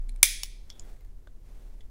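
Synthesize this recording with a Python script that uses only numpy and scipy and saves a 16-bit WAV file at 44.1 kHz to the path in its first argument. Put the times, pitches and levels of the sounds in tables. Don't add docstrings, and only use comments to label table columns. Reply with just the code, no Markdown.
import sys
import numpy as np
from scipy import signal
from scipy.fft import irfft
from scipy.io import wavfile
from scipy.ndimage import uniform_filter1d, minimum_filter1d

SR = 44100
rng = np.random.default_rng(int(sys.argv[2]) if len(sys.argv) > 2 else 0)


def generate_wav(sig):
    pcm = np.round(np.clip(np.atleast_2d(sig).T, -1, 1) * 32767).astype(np.int16)
    wavfile.write(sys.argv[1], SR, pcm)


N = 83790

# frequency_hz, relative_db
FLOOR_SPECTRUM = [(10, 2.5), (22, -11.5), (31, 7.5), (48, -15.5), (62, -17.5), (78, -17.5), (100, -28.5),
                  (200, -32), (400, -39.5), (800, -49.5), (2000, -59), (6000, -59), (15500, -62)]
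# time_s, level_db
RUMBLE_ENVELOPE = [(0, -28), (.2, -29), (.4, -40), (.55, -55), (.85, -49.5), (1.0, -35.5), (1.1, -59),
                   (1.9, -69)]
# pitch_hz, level_db
HUM_TONES = [(79, -67), (118, -68), (239, -76), (358, -79), (414.5, -81)]
# time_s, level_db
RUSTLE_ENVELOPE = [(0, -67.5), (.55, -73), (.75, -64), (.9, -58.5), (1.0, -69), (1.15, -75), (1.41, -74.5),
                   (1.47, -64.5), (1.62, -63), (1.72, -66), (1.9, -72)]
# frequency_hz, relative_db
CLOTH_SPECTRUM = [(80, -4.5), (250, 4.5), (620, 1), (1300, -8), (2000, -8.5), (3000, -14), (8000, -16.5),
                  (15500, -21.5)]
# start_s, level_db, ring_hz, resonance_hz, resonance_db, t60_s, scrape_db, wall_db
HANDLING_TICKS = [(.0882, -62, 2250, 8100, 6, 0.017, -1, -8), (.0932, -47.5, 4150, 8160, -3, .016, -3, -7),
                  (.0936, -49.5, 2320, 9760, 1, .016, -13, -19),
                  (.1612, -54, 2300, 9240, 2.5, .014, -3, -11), (0.6968, -56, 1650, 6650, 2, .012, 0, -10),
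                  (0.7019, -37, 3416, 5220, -3.5, 0.019, -6, 2),
                  (.7956, -43, 5050, 7190, 6.5, 0.013, -3.5, -11.5),
                  (1.008, -61.5, 2100, 13800, -2, .025, -6, 6), (1.048, -66, 1850, 13800, 2, .02, 1, -6.5),
                  (1.2725, -47.5, 1520, 1130, -5, 0.021, -15, -15),
                  (1.273, -49, 575, 3536, -11.5, 0.025, -23, -7.5),
                  (1.807, -60, 2010, 3390, 1.5, 0.041, 0, -5)]
# frequency_hz, relative_db
SCRAPE_SPECTRUM = [(300, -7), (1500, -11.5), (3500, 2.5), (7500, -3.5), (10000, -11.5), (16000, -18.5)]
# delay_s, gain_db
EARLY_ECHOES = [(.0063, -20), (0.01, -17), (.0138, -24), (.0218, -22.5), (.0272, -22)]
# frequency_hz, gain_db, t60_s
ROOM_BANDS = [(300, -18.5, .3), (995, -13.5, .3), (2200, -9.5, 0.56), (3430, -9, .56), (4200, -9, 0.64),
              (6002, -12, .5), (10197, -10, .42), (11600, -14, 0.3), (15500, -13, .28)]
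# pitch_hz, relative_db, t60_s
BUCKLING_MODES = [(2151, -11.5, 0.024), (2345, -4.5, 0.019), (3566, -7, 0.017), (5090, -9, .012),
                  (5877, -7.5, 0.011), (6138, 0, .009), (7360, -10.5, .009), (8180, -11.5, .009),
                  (9130, -11.5, 0.0041), (9962, 3, 0.0085), (11716, -6.5, 0.0062), (12625, -6.5, .007),
                  (13700, -12, .008), (15440, -9, .007)]
# frequency_hz, relative_db
CRACK_SPECTRUM = [(150, -26), (600, -22.5), (1400, -21.5), (1900, -3.5), (2400, 0.5), (4300, 0),
                  (7000, -0.5), (10300, -1.5), (13000, -8), (16000, -4)]
# frequency_hz, relative_db
WALL_CRACK_SPECTRUM = [(300, -24.5), (1250, -18.5), (1850, -1), (2300, 4), (2900, -7.5), (3450, 4.5),
                       (4200, -3.5), (5200, 1.5), (6150, 3.5), (6900, -1), (9000, 0), (10000, 4),
                       (11000, -1), (13000, -3), (15600, -3)]
# pitch_hz, relative_db, t60_s
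RETURN_MODES = [(2260, -9, .015), (2957, -6.5, 0.021), (3660, -5.5, 0.012), (4570, -2.5, 0.0074),
                (5370, 1, 0.011), (5870, -1, 0.0091), (6900, -2, 0.01), (9500, -0.5, 0.0093),
                (10150, -6.5, 0.011), (14400, -8, 0.0093), (15450, -3, .011)]


def amp(db):
    return 10 ** (np.asarray(db) / 20)


def unit(x):
    return x / np.sqrt(np.mean(x ** 2) + 1e-20)


def spectrum_at(points, hz):
    frequencies, values = np.transpose(points)
    return np.interp(np.log(hz + 1), np.log(frequencies + 1), values)


def envelope(points):
    return amp(np.interp(np.arange(N) / SR, *np.transpose(points)))


def add(mix, start_s, sound):
    part = mix[max(round(start_s * SR), 0):][:len(sound)]
    part += sound[:len(part)]


def noise(gain_at, size):
    hz = np.fft.rfftfreq(size, 1 / SR)
    return unit(irfft(gain_at(hz) * np.exp(2j * np.pi * rng.random(len(hz))), size))


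def coloured_noise(spectrum, size):
    return noise(lambda hz: amp(spectrum_at(spectrum, hz)), size)


def rumble(pitch_hz=30.4, drift_hz=1.61, wobble_db=2.5, wobble_hz=4.5):
    drift, lumps = (noise(lambda hz: np.exp(-hz / wobble_hz) * (hz > 0), N) for _ in range(2))
    cycles = np.cumsum(pitch_hz + drift_hz * drift) / SR
    return envelope(RUMBLE_ENVELOPE) * amp(wobble_db * lumps) * np.sin(2 * np.pi * cycles)


def hum():
    t = np.arange(N) / SR
    return sum(np.sqrt(2) * amp(db) * np.sin(2 * np.pi * (hz * t + rng.random())) for hz, db in HUM_TONES)


def room_noise(level_db=-41.5):
    return amp(level_db) * coloured_noise(FLOOR_SPECTRUM, N)


def rustle(grain_db=1):
    grain = unit(uniform_filter1d(rng.standard_normal(N), size=250))
    return envelope(RUSTLE_ENVELOPE) * unit(coloured_noise(CLOTH_SPECTRUM, N) * amp(grain_db * grain))


def boom(pitch_hz=239.4, length_s=.12, level_db=-57.5):
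    t = np.arange(0, length_s, 1 / SR)
    return amp(level_db) * np.sin(np.pi * t / length_s) * np.sin(2 * np.pi * pitch_hz * t)


def tick(level_db, ring_hz, resonance_hz, resonance_db, t60_s, scrape_db, wall_db):
    t = np.arange(2048) / SR
    half_width = .076
    ring = np.sin(2 * np.pi * ring_hz * t)
    resonance = noise(lambda hz: 1 / (1 + ((hz / resonance_hz - 1) / half_width) ** 2), len(t))
    scrape = coloured_noise(SCRAPE_SPECTRUM, len(t))
    decay = amp(level_db - 60 * t / t60_s)
    direct = decay * (ring + amp(resonance_db) * resonance + amp(scrape_db) * scrape)
    return direct, amp(-17.5) * direct + amp(wall_db) * decay * ring


def reflections(sound, low_cut_hz=1820):
    bright = signal.sosfilt(signal.butter(2, low_cut_hz, "high", fs=SR, output="sos"), sound)
    echoes = np.zeros(N)
    for delay_s, gain_db in EARLY_ECHOES:
        add(echoes, delay_s, amp(gain_db) * bright)
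    return echoes


def reverberation(sound, delay_s=.003, early_db=-4.5, early_t60_s=.1):
    taps = rng.choice([-1., 1.], SR) / np.sqrt(SR)
    hz, t, bands = signal.stft(taps, SR, nperseg=256)
    rows = np.array(ROOM_BANDS)
    gain_db = spectrum_at(rows[:, :2], hz)[:, None]
    t60_s = spectrum_at(rows[:, ::2], hz)[:, None]
    gain = amp(gain_db) * np.sqrt(np.log(10 ** 6) / t60_s)
    decay = np.hypot(amp(-60 * t / t60_s), amp(early_db - 60 * t / early_t60_s))
    response = np.zeros(SR)
    add(response, delay_s, signal.istft(bands * gain * decay, SR, nperseg=256)[1])
    return signal.fftconvolve(sound, response)[:N]


def minimum_phase_click(spectrum, size):
    log_gain = np.log(amp(spectrum_at(spectrum, abs(np.fft.fftfreq(size, 1 / SR)))))
    click = np.fft.ifft(np.exp(np.conj(signal.hilbert(log_gain)))).real
    return click / np.linalg.norm(click)


def snap(modes, ring_db, crack_db, knock_db):
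    rise_s, ring_hold_s = .0007, .0015
    crack_hold_s, crack_t60_s = .0025, .018
    knock_hz, knock_s = 963, .003
    t = np.arange(2048) / SR
    rise = np.minimum(t / rise_s, 1)
    free_s = np.maximum(t - ring_hold_s, 0)
    partials = sum((-1) ** k * amp(db - 60 * free_s / t60_s) * np.sin(2 * np.pi * hz * t)
                   for k, (hz, db, t60_s) in enumerate(modes))
    ring = amp(ring_db) * rise * partials
    crack_decay = amp(-60 * np.maximum(t - crack_hold_s, 0) / crack_t60_s)
    crack = amp(crack_db) * rise * crack_decay * coloured_noise(CRACK_SPECTRUM, len(t))
    knock_pulse = np.sin(np.pi * np.minimum(t / knock_s, 1)) ** 2
    knock = amp(knock_db) * knock_pulse * np.sin(2 * np.pi * knock_hz * t)
    wall_ring = amp(-11.5) * ring
    wall_crack = amp(5) * np.linalg.norm(crack) * minimum_phase_click(WALL_CRACK_SPECTRUM, len(t))
    return ring + crack + knock, wall_ring + wall_crack


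def scene(press_s=.2295, release_s=.4333, boom_s=.055):
    press = snap(BUCKLING_MODES, ring_db=-5, crack_db=-8, knock_db=-17)
    release = snap(RETURN_MODES, ring_db=-29.5, crack_db=-32.5, knock_db=-40)
    events = [(press_s, press, 0), (release_s, release, -4.5)]  # start_s, sound pair, wall_db
    events += [(start_s, tick(*settings), 0) for start_s, *settings in HANDLING_TICKS]
    near, walls = np.zeros((2, N))
    for start_s, (direct, to_walls), wall_db in events:
        add(near, start_s, direct)
        add(walls, start_s, amp(wall_db) * to_walls)
    mix = near + reflections(near) + reverberation(walls) + rumble() + hum() + room_noise() + rustle()
    add(mix, boom_s, boom())
    return mix[None]


def record(dry, ceiling=1.4, limiter_s=.0003, cutoff_hz=15850):
    span = round(limiter_s * SR)
    needed_gain = ceiling / np.maximum(abs(dry), ceiling)
    gain = uniform_filter1d(minimum_filter1d(needed_gain, span), span)
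    low_pass = signal.firwin(255, cutoff_hz, window=("kaiser", 8), fs=SR)
    return signal.oaconvolve(dry * gain, low_pass[None], "same")


dry = scene()
out = record(dry)
generate_wav(out)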